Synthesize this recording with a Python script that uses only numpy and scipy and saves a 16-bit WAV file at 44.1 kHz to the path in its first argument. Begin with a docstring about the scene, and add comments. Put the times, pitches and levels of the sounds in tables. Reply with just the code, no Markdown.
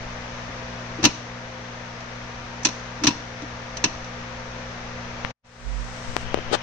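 """Gearbox selector on a workbench.

A gloved hand works the selector shaft of a gearbox casing close to a phone, over mains hum and fan noise.
Each shift clatters steel on steel as filtered noise and ringing modes; swelling sines thud on the bench.
Late on come a bump on the right and a tap on the left, then a dropout and a fade back.
After it: hiss, a low throb on the right, then rubbing, taps and a slide on the left."""
import sys
import numpy as np
from scipy import signal
from scipy.fft import rfft, irfft, next_fast_len
from scipy.io import wavfile
from scipy.ndimage import uniform_filter1d

SR = 44100
rng = np.random.default_rng(int(sys.argv[2]) if len(sys.argv) > 2 else 0)


def log_audio(samples):
    """Write samples as a 16-bit WAV file to the path given in sys.argv[1]."""
    # one column per channel
    frames = np.atleast_2d(samples).T
    # limit to full scale, then quantise
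    limited = np.clip(frames, -1, 1)
    pcm = np.round(limited * 32767).astype(np.int16)
    wavfile.write(sys.argv[1], SR, pcm)


N = 291942


def undb(db):
    """Decibels to gain."""
    return 10 ** (np.asarray(db) / 20)


def unit(x):
    """Scale to rms 1."""
    return x / np.sqrt(np.mean(x ** 2))


def colour(x, points):
    """Causal minimum-phase filter through (hz, db) points, built by folding the cepstrum."""
    size = 2 * next_fast_len(x.shape[-1] // 2 + 2048, real=True)
    hz, db = np.transpose(points)
    f = np.maximum(np.arange(size // 2 + 1) * SR / size, 1)
    cepstrum = irfft(np.interp(np.log(f), np.log(hz), np.log(undb(db))))
    cepstrum[1:size // 2] *= 2
    cepstrum[size // 2 + 1:] = 0
    response = np.exp(rfft(cepstrum))
    return irfft(rfft(x, size) * response)[..., :x.shape[-1]]


def fall(t, t60_s):
    """Exponential decay, 60 dB in t60_s."""
    return np.exp(-np.log(1000) * t / t60_s)


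def swell(start_s, attack_s, hold_s, release_s, depth_db=40):
    """Gain over time: rises and dies away at even rates in dB, spanning depth_db in attack and release."""
    t = np.arange(N) / SR
    before = (start_s + attack_s - t) / attack_s
    after = (t - start_s - attack_s - hold_s) / release_s
    return undb(-depth_db * np.maximum(0, np.maximum(before, after)))


def curve(rows):
    """Gain over time from (time_s, level_db) rows."""
    return undb(np.interp(np.arange(N) / SR, *np.transpose(rows)))


def walk(knots_per_s):
    """Slow random drift with a spread near 1."""
    knots = rng.standard_normal(N // 100)
    return np.interp(np.arange(N) / SR * knots_per_s, np.arange(len(knots)), knots)


def diffuse(size, alike_hz=700):
    """Noise from all round: the bass reaches both microphones alike, the treble does not."""
    mid, side = rfft(rng.standard_normal((2, size)))
    hz = np.arange(len(mid)) * SR / size
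    alike = .96 / (1 + (hz / alike_hz) ** 3)
    shared = mid * np.sqrt(1 + alike)
    opposed = np.array([[1], [-1]]) * side * np.sqrt(1 - alike)
    return irfft(shared + opposed, size) / np.sqrt(2)


def add(out, s, x):
    """Mix x into out from time s."""
    i = int(s * SR)
    out[:, i:i + x.shape[-1]] += x[..., :N - i]


# fan and workshop air, relative spectrum: hz, density_db
AIR_SPECTRUM = [(20, -9), (55, 8.5), (90, -1), (150, -1), (200, -2.5), (280, -2), (335, -3), (500, 3.5),
                (1100, 2.5), (1800, 2), (3000, -7.5), (4700, -9.5), (6100, -9.5), (7000, -21),
                (8400, -34.5), (10000, -54.5)]
# low rumble, relative level: time_s, level_db
RUMBLE_LEVEL = [(0.0, -43), (0.71, -53.5), (4.39, -48.5), (4.68, -50), (5.03, -44), (5.15, -45),
                (5.22, -47)]
# mains harmonics, relative rms: multiple, level_db
HUM_HARMONICS = [(1, -62), (2, -40.5), (3, -48), (4, -43)]
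# wavering fan tones, relative rms: pitch_hz, level_db
FAN_TONES = [(99.6, -58), (478.5, -56.5), (518.6, -47.5), (658.4, -53), (933, -53.5), (983, -59.5),
             (1196, -54.5)]


def fan(air_db=-35, rumble_db=5, rumble_swing_db=2.0, waver=0.38, hum_waver=0.1, mains_hz=59.92):
    """Steady moving air, an uneven rumble, the motor's hum and the blades' tones."""
    t = np.arange(N) / SR
    air = undb(air_db) * unit(colour(diffuse(N), AIR_SPECTRUM))

    low = [(15, -6), (40, -12), (55, -1.5), (75, -11.5), (300, -55.5), (1000, -77.5)]
    rumble = unit(colour(diffuse(N), low)) * curve(RUMBLE_LEVEL)
    rumble = rumble * undb(rumble_db + rumble_swing_db * walk(4.6))

    hum = np.zeros(N)
    for multiple, db in HUM_HARMONICS:
        hum += undb(db) * np.sin(2 * np.pi * (multiple * mains_hz * t + rng.random()))
    hum = hum * (1 + hum_waver * walk(6))

    tones = np.zeros(N)
    for hz, db in FAN_TONES:
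        level = undb(db) * (1 + waver * walk(9.1))
        phase_drift_rad = 2 * waver * walk(10)
        tones += level * np.sin(2 * np.pi * hz * t + phase_drift_rad)
    return air + rumble + np.sqrt(2) * (hum + tones)  # sqrt(2): sine rms to peak


# selector against its stops: start_s, level_db, tilt_db_per_octave, first_bounce_loss_db, thud_db, thud_hz
BLOWS = [(1.028, -17, -4, -8, -20, 316), (1.0391, -6, -2, -18.5, -32, 295),
         (1.0488, -1.5, -1.5, -8, -11, 277.5), (2.003, -36, -3, -18, -55, 300),
         (2.631, -32, 13, -12, -54, 300), (2.6485, -7, 1.5, -7, -22, 315),
         (3.036, -13.5, -1, -1.5, -17.5, 300), (3.0683, -6, 0, -6, -11, 277),
         (3.4184, -37, -1, -9, -26.5, 284), (3.7684, -23.5, -1.5, -18, -43, 300),
         (3.8396, -8, -1.5, -8.5, -21, 300), (4.0425, -34.5, -3, -16, -57, 300)]
# the hand leans on the lever and rocks the casing without a click: start_s, level_db, pitch_hz
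NUDGES = [(.488, -35, 265), (.983, -25.5, 316), (3.015, -24, 297)]


def rockings(lag_s=.003, back_s=0.01442, back_db=-9, back_ratio=0.868):
    """Casing thuds as (s, db, hz): to, then fro weaker and lower after each blow; once for a nudge."""
    for s, _, _, _, db, hz in BLOWS:
        yield s + lag_s, db, hz
        yield s + lag_s + back_s, db + back_db, hz * back_ratio
    yield from NUDGES


def bench(peak_s=0.0099, steepness=2.2, low_ratio=0.86, low_db=-10, high_ratio=1.204, high_db=-11):
    """The heavy casing takes a few cycles to get moving, then the bench damps it."""
    out, t = np.zeros((2, N)), np.arange(SR // 6) / SR
    heave = (t / peak_s * np.exp(1 - t / peak_s)) ** steepness
    for s, db, hz in rockings():
        turn = 2 * np.pi * hz * t
        low = undb(low_db) * np.sin(low_ratio * turn)
        high = undb(high_db) * np.sin(high_ratio * turn)
        add(out, s, undb(db) * heave * (np.sin(turn) + low + high))
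    return out


def workshop(x, wet_db=-14, t60_s=0.53, delay_s=0.011):
    """A faint, diffuse echo from the walls, which swallow the highest treble."""
    t = np.arange(SR // 2) / SR
    tail = colour(diffuse(len(t)), [(6500, -3), (9000, -6), (12000, -16.0)])
    tail = tail * fall(t, t60_s) * (1 - np.exp(-(t / delay_s) ** 2))
    tail = tail / np.sqrt(t60_s * SR / np.log(10 ** 6))  # near unit energy
    return undb(wet_db) * signal.fftconvolve(x, tail, axes=1)[:, :N]


def contacts(bounces=3, touch_db=-4, seat_s=.0023, gap_s=.0062, widening=1.75, easing=0.58, bounce_tilt=-1.8):
    """Contacts as (s, db, tilt): a touch, the seating, then bounces ever further apart, weaker and duller."""
    for s, db, tilt, loss_db, _, _ in BLOWS:
        yield s, db + touch_db, tilt
        s = s + seat_s
        for k in range(bounces + 1):  # k = 0 is the seating
            yield s, db + k ** easing * loss_db, tilt + k * bounce_tilt
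            s = s + gap_s * widening ** k


# casing and lever modes, relative level: pitch_hz, level_db, t60_s
CASING_MODES = [(619, -10, .12), (786, -13, .13), (958, -3, .12), (1056, -6, .12), (1220, -10, .1),
                (1330, -11, .1), (1560, -9, .1), (1930, -7, .09), (2370, -7, .1), (2464, -4, .12),
                (2560, -5, .12), (2702, 1, .13), (3006, -1, .12), (3417, -3, .12), (3705, -5, .1),
                (3970, 0, .1), (4090, 0, .09), (4265, 0, .11), (4860, -2, .08), (5160, -2, .08),
                (5639, 3, .1), (5910, 3, .1), (6072, 2, .09), (7060, -16, .08)]
# bright crack of a contact, relative spectrum: hz, density_db
CRACK_SPECTRUM = [(25, -28), (90, -17.5), (250, 6.5), (450, -10), (1000, -1.5), (2000, -6.5), (2700, -0.5),
                  (3400, -4), (4150, 3.5), (5000, 0.5), (6000, 5), (7000, -10.5), (8500, -17.5),
                  (10500, -41), (15000, -44)]
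# high treble at the first instant of a contact, relative spectrum: hz, density_db
SPIT_SPECTRUM = [(3000, -28.5), (6500, 6.5), (9000, -25), (10500, -23.5), (14000, -10.5), (16000, -25)]


def selector(crack_t60_s=0.044, ring_db=-15, rise_s=0.00078, scatter_db=2.0,
             spit_db=-19, spit_t60_s=0.014, own_db=1):
    """Each contact cracks through the casing's dense short modes and leaves its strongest ones ringing."""
    out, t = np.zeros((2, N)), np.arange(SR // 6) / SR
    hz, mode_db, t60_s = np.transpose(CASING_MODES)
    modes = np.exp(2j * np.pi * hz[:, None] * t) * fall(t, t60_s[:, None])
    body = diffuse(len(t))
    for s, db, tilt in contacts():
        # all contacts share one casing, so their cracks are partly alike
        source = body + undb(own_db) * diffuse(len(t))
        tilted = [(f, d + tilt * np.log2(min(f, 6000) / 4000)) for f, d in CRACK_SPECTRUM]
        crack = unit(colour(source, tilted)) * fall(t, crack_t60_s)

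        # harder contacts are shorter, so they reach higher; spit_db holds for a -6 dB contact
        spit = unit(colour(rng.standard_normal((2, len(t))), SPIT_SPECTRUM)) * fall(t, spit_t60_s)
        spit = undb(spit_db + db + 6) * spit

        # the point of contact sets how much of each mode reaches each microphone
        scatter = scatter_db * rng.standard_normal((2, len(hz)))
        share = unit(undb(mode_db + tilt * np.log2(hz / 4000) + scatter))
        phase = np.exp(2j * np.pi * rng.random(share.shape))
        ring = np.imag((share * phase) @ modes) * np.sqrt(2 / len(hz))

        onset = 1 - np.exp(-t / rise_s)
        add(out, s, undb(db) * (crack + spit + undb(ring_db) * ring) * onset)
    return out


def bump(at_s=5.2483, bump_db=-14, bump_hz=125, ring_s=0.0033):
    """The grip shifts and bumps the right port: a fast-decaying low sine."""
    t = np.maximum(np.arange(N) / SR - at_s, 0)
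    right = undb(bump_db) * np.exp(-t / ring_s) * np.sin(2 * np.pi * bump_hz * t)
    return np.array([np.zeros(N), right])


# finger taps beside the left microphone: time_s, level_db, pitch_hz, ring_ms, snap_db (relative to level)
TAPS = [(5.249, -3, 1490, 0.094, -12.5), (6.1665, 8, 363, 0.18, -6), (6.344, 4, 444, .8, -8.5),
        (6.356, -19, 387, 0.8, -18), (6.3745, -10, 410, 1.2, -12.5), (6.3882, -10, 390, 1.3, -11),
        (6.5151, -12, 398, 2, -10), (6.523, -16, 420, 2.4, -16), (6.53, -10, 440, 4.5, -14)]


def taps(lead_ms=0.12, soft_ms=0.13, snap_ms=0.074, leak_db=-28):
    """Taps push the air in the left port and snap as the skin lets go; a little leaks to the right."""
    out, t = np.zeros((2, N)), np.arange(-SR // 100, SR // 50) / SR
    ms = 1000 * t
    snap = -ms / snap_ms * np.exp((1 - (ms / snap_ms) ** 2) / 2)
    sides = np.array([[1], [undb(leak_db)]])
    for s, db, hz, ring_ms, snap_db in TAPS:
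        envelope = np.exp((soft_ms - np.hypot(ms, soft_ms)) / np.where(t < 0, lead_ms, ring_ms))
        press = envelope * np.cos(2 * np.pi * hz * t + np.pi / 3)
        add(out, s + t[0], undb(db) * sides * (press + undb(snap_db) * snap))
    return out


def dropout(cut_s=5.311, return_s=5.448, edge_s=0.024, silent_db=-60, return_db=-20, recover_s=0.22):
    """Gain over time: the sound cuts out, comes back faint and recovers."""
    t = np.arange(N) / SR
    silent = np.interp(t, [cut_s, cut_s + edge_s, return_s - edge_s, return_s], [0, 1, 1, 0])
    recovery = np.exp(-np.maximum(t - return_s, 0) / recover_s)
    faint_db = return_db * (t > cut_s + edge_s) * recovery
    return undb(silent * silent_db + (1 - silent) * faint_db)


def hiss(thin_db=-43.5, dark_db=-40):
    """Filtered noise on the left: a thin hiss, and a darker one that swells more slowly."""
    thin_points = [(1000, -18.0), (4000, -5), (6000, -3.5), (8500, -9.5), (10000, -34.0)]
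    dark_points = [(400, -10.0), (1300, -12.0), (2200, -1.0), (3100, 6.0),
                   (4000, -21.0), (7000, -29.0), (10000, -42.0)]
    thin = unit(colour(rng.standard_normal(N), thin_points))
    thin = undb(thin_db) * thin * swell(start_s=5.41, attack_s=0.047, hold_s=0.76, release_s=0.2)
    dark = unit(colour(rng.standard_normal(N), dark_points))
    dark = undb(dark_db) * dark * swell(start_s=5.33, attack_s=0.95, hold_s=.5, release_s=.3)
    return np.array([thin + dark, np.zeros(N)])


def throb(throb_hz=47.1, rms_db=-24):
    """A brief low throb on the right: one swelling sine."""
    tone = np.sqrt(2) * np.sin(2 * np.pi * throb_hz * np.arange(N) / SR)
    right = undb(rms_db) * tone * swell(start_s=5.58, attack_s=.09, hold_s=0.13, release_s=.27)
    return np.array([np.zeros(N), right])


def rub(rub_db=-31):
    """The hand shifts against the phone's left side: dull noise lingers as the throb dies."""
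    points = [(10, 11), (25, -3), (60, -12), (150, -14), (300, -26), (800, -53), (3000, -80)]
    dull = unit(colour(rng.standard_normal(N), points))
    left = undb(rub_db) * dull * swell(start_s=5.95, attack_s=.12, hold_s=0.4, release_s=.4)
    return np.array([left, np.zeros(N)])


# sliding skin, relative spectrum: hz, density_db
SKIN_SPECTRUM = [(60, -15), (200, -5.5), (450, -1.5), (1000, -3.5), (2200, -13.5), (3400, -9),
                 (5000, -16.5), (9000, -27), (10500, -73)]


def slide(slide_db=-14.5, grip=0.83):
    """A finger slides over the left port: sticking and slipping skin makes spiky noise."""
    strength = np.exp(grip * np.clip(rng.standard_normal(N), -2, 2))
    slips = unit(colour(rng.standard_normal(N) * strength, SKIN_SPECTRUM))
    left = undb(slide_db) * slips * swell(start_s=6.505, attack_s=0.026, hold_s=.021, release_s=0.027)
    return np.array([left, np.zeros(N)])


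# colour difference of the two microphone ports: hz, left_minus_right_db
PORT_DIFFERENCE = [(110, -0.5), (400, 2.5), (1300, 4), (1800, 5.5), (2600, 10.5), (3600, 8), (4500, 2.5),
                   (5300, -2.5), (6000, -8.5), (7000, -5.5), (9000, 2), (12000, -8.5)]


def ports(left, right):
    """Each port colours its side by half the difference, in opposite senses."""
    left = colour(left, [(hz, db / 2) for hz, db in PORT_DIFFERENCE])
    right = colour(right, [(hz, -db / 2) for hz, db in PORT_DIFFERENCE])
    return np.array([left, right])


def scene(fan_db=-1.69):
    """The gearbox and the room, heard through two ports, with the handling on top."""
    gearbox = bench() + selector()
    left, right = undb(fan_db) * fan() + gearbox + workshop(gearbox)
    handling = bump() + taps() + hiss() + rub() + slide()
    return (ports(left, right) + handling) * dropout() + throb()


def gain_control(x, threshold_db=-19, slope=0.18, over_release_db_per_s=3.5):
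    """Power over the threshold turns the gain down by slope dB per dB; the gain creeps back up."""
    power = uniform_filter1d(np.mean(x ** 2, axis=0), size=SR // 40)
    over_db = np.maximum(10 * np.log10(np.maximum(power, 1e-12)) - threshold_db, 0)
    creep_db = over_release_db_per_s * np.arange(N) / SR
    held_db = np.maximum.accumulate(over_db + creep_db) - creep_db
    return x * undb(-slope * held_db)


def record(dry, peak=.9, top_hz=15800):
    """The phone rides the gain, rounds the loudest peaks and cuts the top."""
    ridden = gain_control(dry)
    rounded = ridden / (1 + (ridden / peak) ** 4) ** .25
    lowpass = signal.ellip(8, .2, 70, top_hz, fs=SR, output="sos")
    return signal.sosfilt(lowpass, rounded)


dry = scene()
out = record(dry)
log_audio(out)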